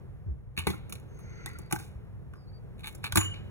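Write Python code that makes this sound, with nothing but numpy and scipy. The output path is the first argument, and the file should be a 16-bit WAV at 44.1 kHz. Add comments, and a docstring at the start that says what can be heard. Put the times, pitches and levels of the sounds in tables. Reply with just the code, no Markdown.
"""Thumps, knocks and rattles: a BMX bike hops on a concrete curb in an empty parking lot at night.
Each contact thumps the tyre, knocks the frame and shakes the chain and spokes; the last landing
sets the steel ringing. The rubber judders and squeaks as it grips and slips, and scuffs on grit.
Buildings throw back dull echoes, and the town rumbles far off."""
import sys
import numpy as np
from scipy import signal
from scipy.fft import rfft, irfft, next_fast_len
from scipy.io import wavfile

SR = 44100
rng = np.random.default_rng(int(sys.argv[2]) if len(sys.argv) > 2 else 0)


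def transcribe(u):
    """Save the signal u as a 16-bit wav file named by the first command-line argument.

    u: samples, shape (n,) or (channels, n), limited to [-1, 1]; the rate is SR.
    q: integer samples, one column per channel.
    """
    v = np.clip(np.atleast_2d(u).T, -1, 1)
    q = np.round(v * 32767).astype(np.int16)
    wavfile.write(sys.argv[1], SR, q)


N = 154350
T = np.arange(N) / SR
RATTLE_DECAY_S = 0.031  # how quickly loose parts settle

# The pitches at which each part of the bike rings: f/Hz, width/Hz, level/dB
TYRE = [(125, 55.4, -1), (198, 55, 4), (325, 30.5, 3.5), (383, 42, -6)]
FRAME = [(798, 160, -1.5), (815, 118, 5), (947, 160, -4.5), (1161, 160, -0.5), (1320, 120, -1),
         (1534, 187, -2)]
FORK = [(1821, 160, -4), (2123, 200, 0.5), (2370, 395, 3), (3010, 380, -2.5), (3624, 510, -0.5),
        (4270, 920, -7.5)]
CHAIN = [(6370, 3600, -4), (6930, 570, 2), (7290, 170, 3), (9810, 640, 1), (10220, 210, 5), (11000, 960, 2),
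         (12480, 420, 3), (14900, 2900, -5)]


def contacts(attack_s=0.000057, clicks_per_s=8100, rattles_per_s=500, rattle_db=-23, spokes_db=-17.5):
    """Each contact is a burst of tiny collisions, then a dying rattle, heard through each bike part."""
    # The bike meets the concrete: t/s, tyre/dB, frame/dB, fork/dB, chain/dB, decay/ms
    hits = [(0.576, -33.5, -44, -33.5, -45.5, 1.1), (0.585, -40, -46, -43, -40, 6.1),
            (0.669, -22, -29.5, -32.5, -35.5, 3.2), (0.677, -27, -70, -44, -41.5, 29),
            (0.701, -30, -56, -40, -46.5, 6.5), (0.895, -43.5, -61, -56, -50, 9.4),
            (0.9233, -46.5, -49, -43, -40, 3.7), (0.953, -66, -67, -51.5, -68, 5.6),
            (1.189, -52, -60, -67, -61, 13), (1.460, -42, -44, -43.5, -40.5, 1.2),
            (1.587, -45, -56, -62, -49.5, 3.7), (1.711, -56, -40, -66, -48, 2.6),
            (1.7242, -25.5, -31.5, -35, -29.5, 3.8), (1.76, -51, -38.5, -55, -48, 2.9),
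            (1.786, -66, -62, -51, -47, 45), (2.3356, -50.5, -52.5, -69.5, -69, 1.3),
            (2.949, -48.5, -60.5, -78, -49, 4.6), (3.040, -42.5, -36, -34.5, -42.5, 6.3),
            (3.122, -56.5, -37, -37.5, -37, 2.4), (3.156, -23, -26.5, -31.5, -25, 4),
            (3.1712, -21, -25, -24.5, -24, 7.5), (3.209, -56, -39, -36.5, -52, 14),
            (3.3372, -46, -58, -46.5, -67, 29)]
    out, t = np.zeros(N), T[:SR // 5]
    loose = from_db(rattle_db) * np.exp(-t / RATTLE_DECAY_S)
    for start, *levels, decay_ms in hits:
        blow = (1 - np.exp(-t / attack_s)) * np.exp(-t * 1000 / decay_ms)
        for db, part in zip(levels, (TYRE, FRAME, FORK, CHAIN)):
            # No two hits have quite the same tone.
            modes = [(hz, width, gain + 2 * rng.standard_normal()) for hz, width, gain in part]
            force = blow * clicks(clicks_per_s, len(t)) + loose * clicks(rattles_per_s, len(t))
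            knock = resonate(force, modes)
            strength = np.sqrt(np.sum(knock ** 2) / (0.01 * SR))  # as if packed into 10 ms
            add(out, start, from_db(db) * knock / strength)
        add(out, start, from_db(levels[-1] + spokes_db) * spokes())  # follows the chain's level
    return out


def tyres(roughness=0.086):
    """The air-filled tyres bounce under load and judder on the curb's edge."""
    # The rider's weight lands on a tyre: t/s, level/dB, f/Hz, time to fade by 60 dB/s
    bounces = [(0.586, -31, 86.8, 0.32), (0.676, -27.5, 78.7, 0.18), (1.726, -38, 151.5, 0.08),
               (1.955, -30.5, 66.2, 0.15), (3.133, -25.5, 104.2, 0.1), (3.173, -16, 100.5, 0.17),
               (3.233, -33.5, 96.2, 1)]
    # Rubber grips and slips: t/s, level/dB, slip rate/Hz
    judder = [(0.262, -31.5, 129), (0.287, -28, 89), (0.314, -27, 59), (0.338, -37, 62), (0.36, -65, 32)]
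    out = np.zeros(N)
    for start, db, hz, fade_s in bounces:
        add(out, start, from_db(db) * dying_sine(hz, fade_s))
    times, db, rate = np.transpose(judder)
    slip_hz = np.interp(T, times, rate) * (T > times[0])
    slips = np.sin(2 * np.pi * np.cumsum(slip_hz) / SR)
    friction = rms_one(resonate(rng.standard_normal(N), TYRE))
    loudness = np.interp(T, times, from_db(db), left=0, right=0)
    return out + loudness * (slips + roughness * friction)


def steel(tube_hz=2941, beat_hz=3.5, flutter_db=5, flutters_per_s=100):
    """Hard blows leave thin ringing tones that flutter as the frame shakes."""
    # The tones of steel tubes and pegs: f/Hz, level/dB, time to fade by 60 dB/s
    tones = [(6971, -2, .26), (7318, -6, .23), (8200, -6, .2), (9189, -8, .29), (10531, 1, .12),
             (10822, -9, .14), (11094, -10, .14), (12215, -9, .16), (15257, -13, .16)]
    # Blows that reach the steel: t/s, level/dB
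    blows = [(3.1727, -27), (3.209, -39.5)]
    out = np.zeros(N)
    beating = np.sin(np.pi * beat_hz * T[:SR])  # the lowest ring is two close tones: it swells and fades
    tube = from_db(0.5) * dying_sine(tube_hz, fade_s=0.55) * beating
    modes = [tube] + [from_db(db) * dying_sine(hz, fade_s) for hz, db, fade_s in tones]
    for start, db in blows:
        for mode in modes:
            add(out, start, from_db(db + flutter_db * waver(flutters_per_s, SR)) * mode)
    return out


def clinks(count=5, pitch_spread=0.092, fade_s=0.1):
    """Short clusters of close tones ring with some knocks."""
    # Tone clusters (the one at 1.726 s is the knock's low frame tone): t/s, middle f/Hz, level/dB
    clusters = [(0.576, 2550, -27), (0.586, 2943, -31), (0.671, 2057, -28), (1.726, 809, -32.5)]
    out = np.zeros(N)
    for start, middle_hz, db in clusters:
        pitches = middle_hz * (1 + pitch_spread * rng.uniform(-1, 1, count))
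        cluster = sum((-1) ** k * dying_sine(hz, fade_s) for k, hz in enumerate(pitches))
        add(out, start, from_db(db) * cluster / np.sqrt(count))
    return out


def spokes(count=22, low_hz=3150, high_hz=14900, fade_s=0.17):
    """Spokes and chain links jingle, different ones at every contact."""
    pitch, size, lateness = rng.random((3, count, 1))
    t = np.maximum(T[:SR // 4] - lateness ** 2 * RATTLE_DECAY_S, 0)
    hz = low_hz + pitch * (high_hz - low_hz)
    pings = size ** 2 * np.sin(2 * np.pi * hz * t) * from_db(-60 * t / fade_s)
    return np.sum(pings, axis=0) / np.sqrt(np.sum(size ** 4) / 2)


def scuffs(grains_per_s=1800, rise_share=0.36):
    """Grit cracks under a sliding tyre."""
    # Short slides: t/s, length/s, crunch/dB, fine grit/dB
    slides = [(0.563, 0.062, -39, -47), (1.698, 0.035, -56, -59), (2.777, .06, -59.5, -64.5),
              (2.831, 0.045, -42.5, -56), (2.849, 0.06, -41, -47), (2.881, 0.094, -66, -59.5),
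              (3.03, 0.059, -36, -48)]
    out, t = np.zeros(N), T[:SR // 5]
    for start, length, crunch_db, fine_db in slides:
        grit = clicks(grains_per_s, len(t))
        crunch = rms_one(from_db(-3) * resonate(grit, FRAME) + resonate(grit, FORK))
        fine = rms_one(resonate(grit, CHAIN))
        push = np.interp(t / length, [0, rise_share, 1], [0, 1, 0])
        add(out, start, push * (from_db(crunch_db) * crunch + from_db(fine_db) * fine))
    return out


def squeaks(wobble=0.022, wobbles_per_s=900):
    """Rubber sticks and slips fast: a rough, gliding tone that swells and fades."""
    # Rubber squeaks: t/s, length/s, start f/Hz, end f/Hz, peak level/dB
    glides = [(0.732, 0.015, 1340, 1340, -42.5), (1.463, 0.026, 1740, 2150, -40),
              (1.549, 0.016, 1333, 1410, -45.5), (2.335, 0.14, 5150, 4680, -70),
              (2.465, 0.051, 4320, 4700, -66.5), (2.517, .08, 4550, 4660, -65.5)]
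    out = np.zeros(N)
    for start, length, start_hz, end_hz, db in glides:
        size = int(length * SR)
        hz = np.linspace(start_hz, end_hz, size) * (1 + wobble * waver(wobbles_per_s, size))
        swell = np.sin(np.linspace(0, np.pi, size))
        add(out, start, from_db(db) * swell * np.sin(2 * np.pi * np.cumsum(hz) / SR))
    return out


def tyre_drag():
    """A tyre rubs slowly along the edge as the rider shifts his weight."""
    # How loud the rubbing is: t/s, body/dB, lower hiss/dB, upper hiss/dB
    drag = [(1.08, -88, -95, -82.5), (1.18, -70, -83.5, -70), (1.46, -54.5, -72, -66),
            (1.58, -59, -69.5, -82), (1.7, -74, -79.5, -95)]
    # The pitches of the rubbing's body and of its two hisses: f/Hz, width/Hz, level/dB
    body = [(1360, 68, -5), (2086, 180, -3)]
    hisses = [(4600, 210, 0), (6340, 190, 0)]
    times, *levels = np.transpose(drag)
    out, friction = np.zeros(N), rng.standard_normal(N)
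    for db, part in zip(levels, (body, hisses[:1], hisses[1:])):
        loudness = np.interp(T, times, from_db(db), left=0, right=0)
        out += loudness * rms_one(resonate(friction, part))
    return out


def concrete_scatter(sound, level_db=-6.5, decay_s=0.0059, above_hz=920):
    """Rough concrete throws back the treble of each knock at once, differently left and right."""
    spray = rng.standard_normal((2, SR // 10)) * np.exp(-T[:SR // 10] / decay_s)
    spray = signal.sosfilt(high_pass(above_hz), spray)
    spray = from_db(level_db) * spray / np.sqrt(np.sum(spray ** 2) / 2)
    return signal.fftconvolve(sound[None], spray, axes=1)[:, :N]


def parking_lot(sound, stereo_db=-5, build_up_s=0.0077):
    """Ground and walls return two clear echoes and a soft tail that lasts longest at middle pitches."""
    # Echoes off the ground and walls: delay/s, level/dB
    echoes = [(.031, -18.5), (.074, -24.5)]
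    # The lot's tail of blurred echoes: f/Hz, level/dB, time to fade by 60 dB/s
    tail = [(150, -17, 0.17), (800, -10.5, 0.26), (1550, -15.5, 0.72), (3100, -18.5, 0.82),
            (5930, -19.5, 0.42), (12100, -35, 0.26)]
    t, response = T[:SR], np.zeros((2, SR))
    edges_hz = np.geomspace(70, 17000, 9)
    for low, high in zip(edges_hz, edges_hz[1:]):
        hz = np.sqrt(low * high)
        fade = (1 - np.exp(-t / build_up_s)) * from_db(-60 * t / at_hz(tail, hz, column=2))
        noise = rms_one(rng.standard_normal(SR) + from_db(stereo_db) * rng.standard_normal((2, SR)))
        band = signal.sosfilt(signal.butter(2, [low, high], "band", fs=SR, output="sos"), noise)
        response += from_db(at_hz(tail, hz)) * band * fade / np.sqrt(np.sum(fade ** 2))
    for delay, db in echoes:
        response[:, int(delay * SR)] += from_db(db)
    return signal.fftconvolve(sound[None], response, axes=1)[:, :N]


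def town(rumble_db=-45, stereo_db=-4.5, wash_above_hz=167):
    """Far traffic makes a steady rumble, with a faint wash above it that rises and falls."""
    # The traffic's tone from bass to treble: f/Hz, relative level/dB
    spectrum = [(22, -16), (40, 1), (70, -0.5), (120, 2), (180, -10.5), (260, -21.5), (380, -21),
                (600, -31), (1700, -41), (3000, -52), (6000, -63), (10500, -59.5), (16000, -62.5)]
    # How much the wash is turned up: t/s, boost/dB
    swells = [(0, 6.5), (.48, 0), (.9, 8.5), (1.9, 7), (2.3, 4.5), (3.5, 10.5)]
    hz = np.arange(N // 2 + 1) * SR / N
    noise = rng.standard_normal(N) + from_db(stereo_db) * rng.standard_normal((2, N))
    shaped = irfft(rfft(noise) * from_db(at_hz(spectrum, hz)), N)
    traffic = from_db(rumble_db) * rms_one(shaped)
    wash = signal.sosfiltfilt(high_pass(wash_above_hz), traffic)
    boost = from_db(np.interp(T, *np.transpose(swells)))
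    return traffic + wash * (boost - 1)


def from_db(db):
    """Turn decibels into a number to multiply by."""
    return 10 ** (np.asarray(db) / 20)


def rms_one(sound):
    """Scale a sound so that its average strength (rms) is 1."""
    return sound / np.sqrt(np.mean(sound ** 2) + 1e-20)


def at_hz(table, hz, column=1):
    """Read between a table's rows at any pitch, with octaves evenly spaced."""
    table = np.array(table)
    return np.interp(np.log(np.maximum(hz, 1)), np.log(table[:, 0]), table[:, column])


def add(out, start_s, sound):
    """Mix a sound in at a given time."""
    i = int(start_s * SR)
    out[i:i + len(sound)] += sound[:max(N - i, 0)]


def high_pass(hz):
    """A filter that weakens everything below a pitch."""
    return signal.butter(2, hz, "high", fs=SR, output="sos")


def resonate(force, modes):
    """Shake a part so that it rings at its own pitches (modes); every second one is flipped in sign."""
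    out = 0
    for k, (hz, width, db) in enumerate(modes):
        decay = np.exp(-np.pi * width / SR)
        feed = np.array([1, 0, -1]) * (1 - decay ** 2) / 2
        feedback = [1, -2 * decay * np.cos(2 * np.pi * hz / SR), decay ** 2]
        out = out + (-1) ** k * from_db(db) * signal.lfilter(feed, feedback, force + 1e-18)
    return out


def clicks(per_s, size, uneven_db=5.5):
    """Random clicks, most weak and a few strong."""
    strength = from_db(uneven_db * np.minimum(rng.exponential(1, size), 4))
    sign = rng.choice([-1, 1], size)
    return rms_one(strength * sign * (rng.random(size) < per_s / SR))


def dying_sine(hz, fade_s):
    """One struck tone that drops by 60 dB in fade_s."""
    t = T[:SR]
    return np.sin(2 * np.pi * hz * t) * from_db(-60 * t / fade_s)


def waver(per_s, size):
    """A value that wanders at random around zero."""
    points = rng.standard_normal(int(size / SR * per_s) + 2)
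    return np.interp(np.arange(size) / SR * per_s, np.arange(len(points)), points)


def scene(ring_echo_db=-5):
    """The bike, its echoes and the night around it."""
    knocks = contacts() + clinks() + scuffs() + squeaks() + tyre_drag()
    bounces, rings = tyres(), steel()
    echoes = parking_lot(knocks + bounces + from_db(ring_echo_db) * rings)
    return knocks + concrete_scatter(knocks) + bounces + rings + echoes + town()


def record(dry, low_cut_hz=43, high_cut_hz=15900):
    """The microphone's two openings hear the waves out of step; deep bass and top treble are cut."""
    # How far the left opening is ahead of the right: f/Hz, phase/rad
    left_lead = [(20, 0), (65, .5), (130, 1.7), (260, 2.5), (380, 4.2), (520, 7.0), (2000, 7.9),
                 (3300, 9.3), (4800, 9.2), (6000, 6.8), (8900, 2.6), (15200, -5.6)]
    size = next_fast_len(N + SR // 2)
    lead = at_hz(left_lead, np.arange(size // 2 + 1) * SR / size)
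    shift = np.exp(1j * np.outer([.5, -.5], lead))  # half to each side
    heard = irfft(rfft(dry, size) * shift, size)[:, :N]
    heard = signal.sosfilt(high_pass(low_cut_hz), heard)
    return signal.sosfilt(signal.cheby1(12, .2, high_cut_hz, fs=SR, output="sos"), heard)


dry = scene()
out = record(dry)
transcribe(out)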